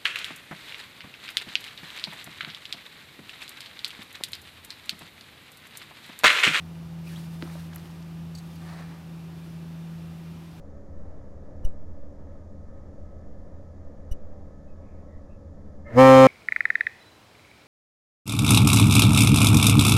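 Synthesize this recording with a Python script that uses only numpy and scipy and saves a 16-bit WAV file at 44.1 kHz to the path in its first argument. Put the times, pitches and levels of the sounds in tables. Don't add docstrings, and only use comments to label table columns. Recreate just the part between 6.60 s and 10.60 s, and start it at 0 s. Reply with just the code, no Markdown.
import sys
import numpy as np
from scipy import signal
from scipy.fft import rfft, irfft, next_fast_len
from scipy.io import wavfile
from scipy.ndimage import map_coordinates

SR = 44100
rng = np.random.default_rng(int(sys.argv[2]) if len(sys.argv) > 2 else 0)


def persist_wave(psi):
    counts = np.round(np.clip(psi, -1, 1) * 32767).astype(np.int16)
    wavfile.write(sys.argv[1], SR, np.atleast_2d(counts).T)


N = 176400

# (start [s], attack [s], hold [s], release [s], level [dB])
AIR_SWISHES = [(.43, 0.047, .11, 0.2, -54), (.69, 0.047, 0.037, 0.035, -62),
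               (.785, 0.023, 0.2, 0.12, -56.5), (1.1, .05, 0.11, 0.24, -61),
               (1.75, 0.14, 0.13, 0.26, -61.5), (2.7, .14, .06, .15, -65)]
# (frequency [Hz], gain [dB])
SWISH_EQ = [(300, -11), (1000, 1.5), (2800, 4), (5000, 3), (7000, -3), (9500, -1.5), (13500, -4),
            (16000, -12)]
# (start [s], attack [s], hold [s], release [s], level [dB])
TABLE_DRAGS = [(.81, 0.012, 0.054, 0.22, -53), (1.09, 0.034, 0.089, 0.37, -58.5),
               (1.96, 0.14, 0.051, 0.3, -48.5)]
# (frequency [Hz], gain [dB])
DRAG_EQ = [(150, -25), (450, -3.5), (600, -2.5), (750, 5), (900, -1.5), (1200, 2), (1450, -4), (1750, 0.5),
           (2150, -4.5), (2700, -13), (4100, -10.5), (5700, -16.5), (7200, -22), (9300, -19.5),
           (11000, -28), (16000, -33)]
# (time [s], rate [ribs/s], level [dB])
ZIP_GESTURE = [(.445, 1700, -77), (.458, 2200, -65), (.476, 2630, -47.5), (.493, 2300, -61),
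               (.512, 1850, -57.5), (.546, 1700, -56), (.552, 2700, -68), (.561, 3100, -48.5),
               (.571, 3800, -50), (.582, 4500, -69)]
# (frequency [Hz], gain [dB])
SNAP_EQ = [(200, -27), (800, -5), (1600, 1), (3000, -6), (4700, -8), (5800, -24), (7500, -42), (14000, -60)]
# (time [s], level [dB])
THUMP_HITS = [(.8262, -29), (.853, -41), (.954, -33.5)]
# (frequency [Hz], gain [dB], t60 [s])
THUMP_BODY = [(255, -8, .05), (330, -1, .06), (483, -4.5, 0.021), (610, -6, .035)]
# (time [s], peak [dB], centre [Hz], t60 [s])
CREASE_POPS = [(.156, -43.5, 2430, 0.01), (.5765, -39, 900, .012), (.875, -39, 1090, .008),
               (0.887, -44, 1500, 0.0094), (0.899, -39.5, 1700, 0.0073), (.9545, -37.5, 810, 0.0062),
               (1.1155, -43.5, 1500, .006), (1.13, -38.5, 1300, .008), (1.134, -38.5, 2800, 0.0083),
               (1.1624, -36, 1400, .008), (1.1822, -43, 4000, 0.0043), (1.197, -42, 4020, .007),
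               (1.256, -45, 2400, 0.019), (1.302, -47, 1000, 0.0091), (1.426, -43.5, 3800, .012)]
# (time [s], peak [dB])
TICK_HITS = [(1.147, -41), (1.1595, -31), (1.957, -45)]
# (frequency [Hz], gain [dB])
TICK_EQ = [(2000, -37), (6000, -11), (10000, -14), (11500, -2.5), (13000, 3), (14200, -26), (16000, -12)]
# (time [s], level [dB])
CLINK_HITS = [(1.75, -37), (1.7746, -42), (1.783, -40.5), (1.96, -51)]
# (frequency [Hz], gain [dB], t60 [s])
METAL_MODES = [(4070, -15.5, 0.12), (4470, -3.5, .045), (4610, -1.5, 0.039), (5560, -12, 0.04),
               (6370, -4.5, 0.026), (6780, -10, .03), (7780, -11.5, 0.047), (8740, -17, 0.073),
               (10000, -17, .035)]
# (frequency [Hz], gain [dB])
SCRAPE_EQ = [(2000, -27), (4200, -3), (7500, -2), (11000, -4), (16000, -12)]
# (frequency [Hz], t60 [s])
HALL_DECAY = [(200, 0.99), (2000, 0.41), (12000, 0.34)]
# (time [s], level [dB])
HUM_FADER = [(0.0, -41), (0.03, -40.5), (0.4, -37), (0.97, -38), (1.24, -43), (1.64, -37), (1.78, -40),
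             (2.27, -39), (2.42, -44), (2.48, -39.5), (2.86, -40), (3.02, -38), (3.05, -40.5),
             (3.09, -37.5), (3.38, -38), (4.0, -43.5)]
# (frequency [Hz], level [dB])
MACHINE_WHINES = [(1196, -73), (2386, -73.5), (3585.5, -76), (4558, -84)]
# (frequency [Hz], gain [dB])
RUMBLE_EQ = [(20, -30), (30, -17), (40, -8.5), (52, -5.5), (68, 0), (100, -2.5), (150, 2), (210, -1.5),
             (300, -4.5), (380, -8.5), (520, -54), (1000, -68)]
# (frequency [Hz], gain [dB])
AIR_EQ = [(240, -33), (400, 0), (450, -3), (500, 0.5), (600, -2), (750, -1), (1200, -5.5), (1400, -6.5),
          (2200, -10.5), (2700, -8), (3200, -11.5), (4500, -14.5), (5600, -16.5), (6600, -20),
          (8500, -21.5), (10000, -21.5), (13600, -21), (14300, -25), (15800, -30)]

CRINKLES_PER_S, CRINKLE_SPREAD_DB, CRINKLE_DB, FLUTTER_DB = 260, 3.5, -11, 1.25
ZIP_JITTER, ZIP_ROUGHNESS_DB, ZIP_OCTAVE_DB = 0.071, 2, -13
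SNAP_S, SNAP_DB, POP_STEP_OCTAVES = 0.8243, -21, 0.52
SCRAPE_DB, HALL_DB = -7, -16.5
HUM_HZ, HUM_WAVER_DB, HUM_OCTAVE_DB = 165.2, 0.3, -27
DRONE_HZ, DRONE_WIDTH_HZ, DRONE_DB = 348, 55, -62
RUMBLE_DB, AIR_DB = -50, -54.5
LOW_CUT_HZ, HIGH_CUT_HZ = 36, 15850


def sheet_flop():
    out = np.zeros(N)
    add(out, SNAP_S, amp(SNAP_DB) * impulse(SNAP_EQ))
    for s, db in THUMP_HITS:
        add(out, s, -amp(db) * ring(THUMP_BODY, attack_s=0.00089, scatter_db=5.5, blur_hz=6.7))
    return out


def cloth_rustle(strokes, eq):
    envelope = np.zeros(N)
    for s, attack, hold, release, db in strokes:
        corners = s + np.cumsum([0, attack, hold, release])
        envelope += amp(db) * np.interp(clock(), corners, [0, 1, 1, 0])
    clicks = (rng.random(N) < CRINKLES_PER_S / SR) * rng.choice([-1, 1], N)
    crinkles = clicks * amp(CRINKLE_SPREAD_DB * rng.standard_normal(N))
    flutter = amp(FLUTTER_DB * wobble(45))
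    return envelope * flutter * (noise(eq) + amp(CRINKLE_DB) * coloured(crinkles, eq))


def weave_zip():
    rib_hz, level_db = curves(ZIP_GESTURE)
    phase = 2 * np.pi * np.cumsum(rib_hz * (1 + ZIP_JITTER * wobble(1500))) / SR
    whistle = unit(np.sin(phase) + amp(ZIP_OCTAVE_DB) * np.sin(2 * phase))
    sliding = (clock() > ZIP_GESTURE[0][0]) & (clock() < ZIP_GESTURE[-1][0])
    return sliding * amp(level_db + ZIP_ROUGHNESS_DB * wobble(250)) * whistle


def crease_pops():
    out = np.zeros(N)
    for s, db, hz, t60 in CREASE_POPS:
        bell_eq = [(hz * 2 ** (k * POP_STEP_OCTAVES), -3.5 * k * k) for k in range(-4, 5)]
        add(out, s, amp(db) * burst(bell_eq, t60))
    return out


def fittings():
    out = np.zeros(N)
    for s, db in TICK_HITS:
        add(out, s, amp(db) * burst(TICK_EQ, t60=0.012))
    for s, db in CLINK_HITS:
        clink = ring(METAL_MODES, attack_s=0.0021, scatter_db=0, blur_hz=70)
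        scrape = amp(SCRAPE_DB) * burst(SCRAPE_EQ, t60=0.071)
        add(out, s, amp(db) * (clink + scrape))
    return out


def hall(x):
    hz, t, spectrum = signal.stft(rng.standard_normal(SR), SR, nperseg=256)
    decay = amp(-60 * t / along(HALL_DECAY, hz)[:, None])
    tail = signal.istft(spectrum * decay, SR)[1]
    return signal.fftconvolve(x, tail / np.linalg.norm(tail))[:N]


def motors():
    level_db, = curves(HUM_FADER)
    phase = 2 * np.pi * HUM_HZ * clock()
    hum = unit(np.sin(phase) + amp(HUM_OCTAVE_DB) * np.sin(2 * phase))
    hum *= amp(level_db + HUM_WAVER_DB * wobble(21.6))
    low_hum = machine_tone(hz=85.7, db=-52.5, waver_db=2)
    whines = sum(machine_tone(hz, db, waver_db=2.5) for hz, db in MACHINE_WHINES)
    return hum + low_hum + whines


def machine_tone(hz, db, waver_db):
    level = amp(db + waver_db * wobble(6.98))
    return level * unit(np.sin(2 * np.pi * hz * clock() + 0.49 * wobble(6)))


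def machine_drone():
    resonance = lambda hz: 1 / (1 + (2 * (hz - DRONE_HZ) / DRONE_WIDTH_HZ) ** 2)
    return amp(DRONE_DB) * unit(filtered(rng.standard_normal(N), resonance))


def ventilation():
    return amp(RUMBLE_DB) * noise(RUMBLE_EQ) + amp(AIR_DB) * noise(AIR_EQ)


def amp(db):
    return 10 ** (np.asarray(db) / 20)


def unit(x):
    return x / np.sqrt(np.mean(x ** 2) + 1e-20)


def along(points, hz):
    freqs, values = np.transpose(points)
    return np.interp(np.log(hz + 1), np.log(freqs + 1), values)


def clock():
    return np.arange(N) / SR


def curves(rows):
    times, *columns = np.transpose(rows)
    return [np.interp(clock(), times, column) for column in columns]


def wobble(rate):
    return map_coordinates(rng.standard_normal(int(N * rate / SR) + 4), [clock() * rate])


def filtered(x, response):
    size = next_fast_len(N + SR // 2)
    return irfft(rfft(x, size) * response(np.fft.rfftfreq(size, 1 / SR)), size)[:N]


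def coloured(x, eq):
    return unit(filtered(x, lambda hz: amp(along(eq, hz))))


def noise(eq):
    return coloured(rng.standard_normal(N), eq)


def impulse(eq, size=2048):
    cepstrum = irfft(np.log(amp(along(eq, np.fft.rfftfreq(size, 1 / SR)))))
    cepstrum[1:size // 2] *= 2
    cepstrum[size // 2 + 1:] = 0
    pulse = irfft(np.exp(rfft(cepstrum)))
    return pulse / np.abs(pulse).max()


def burst(eq, t60):
    t = np.arange(SR // 4) / SR
    white_puff = rng.standard_normal(len(t)) * amp(-60 * t / t60)
    puff = signal.fftconvolve(white_puff, impulse(eq))[:len(t)]
    return puff / np.abs(puff).max()


def ring(modes, attack_s, scatter_db, blur_hz):
    t = np.arange(SR // 4) / SR
    tones = np.zeros(len(t))
    for hz, db, t60 in modes:
        envelope = amp(db + scatter_db * rng.standard_normal() - 60 * t / t60)
        drift = np.cumsum(rng.standard_normal(len(t))) * np.sqrt(2 * np.pi * blur_hz / SR)
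        tones += envelope * np.sin(2 * np.pi * hz * t + drift)
    return tones * (1 - np.exp(-t / attack_s))


def add(track, s, sound):
    part = track[max(round(s * SR), 0):][:len(sound)]
    part += sound[:len(part)]


def scene():
    curtain = cloth_rustle(AIR_SWISHES, SWISH_EQ) + cloth_rustle(TABLE_DRAGS, DRAG_EQ)
    curtain += weave_zip() + sheet_flop() + crease_pops() + fittings()
    reverb = amp(HALL_DB) * hall(curtain)
    workshop = motors() + machine_drone() + ventilation()
    return (curtain + reverb + workshop)[None]


def record(dry):
    low_cut = signal.butter(4, LOW_CUT_HZ, "highpass", fs=SR, output="sos")
    return filtered(signal.sosfilt(low_cut, dry[0]), lambda hz: hz < HIGH_CUT_HZ)[None]


dry = scene()
out = record(dry)
persist_wave(out)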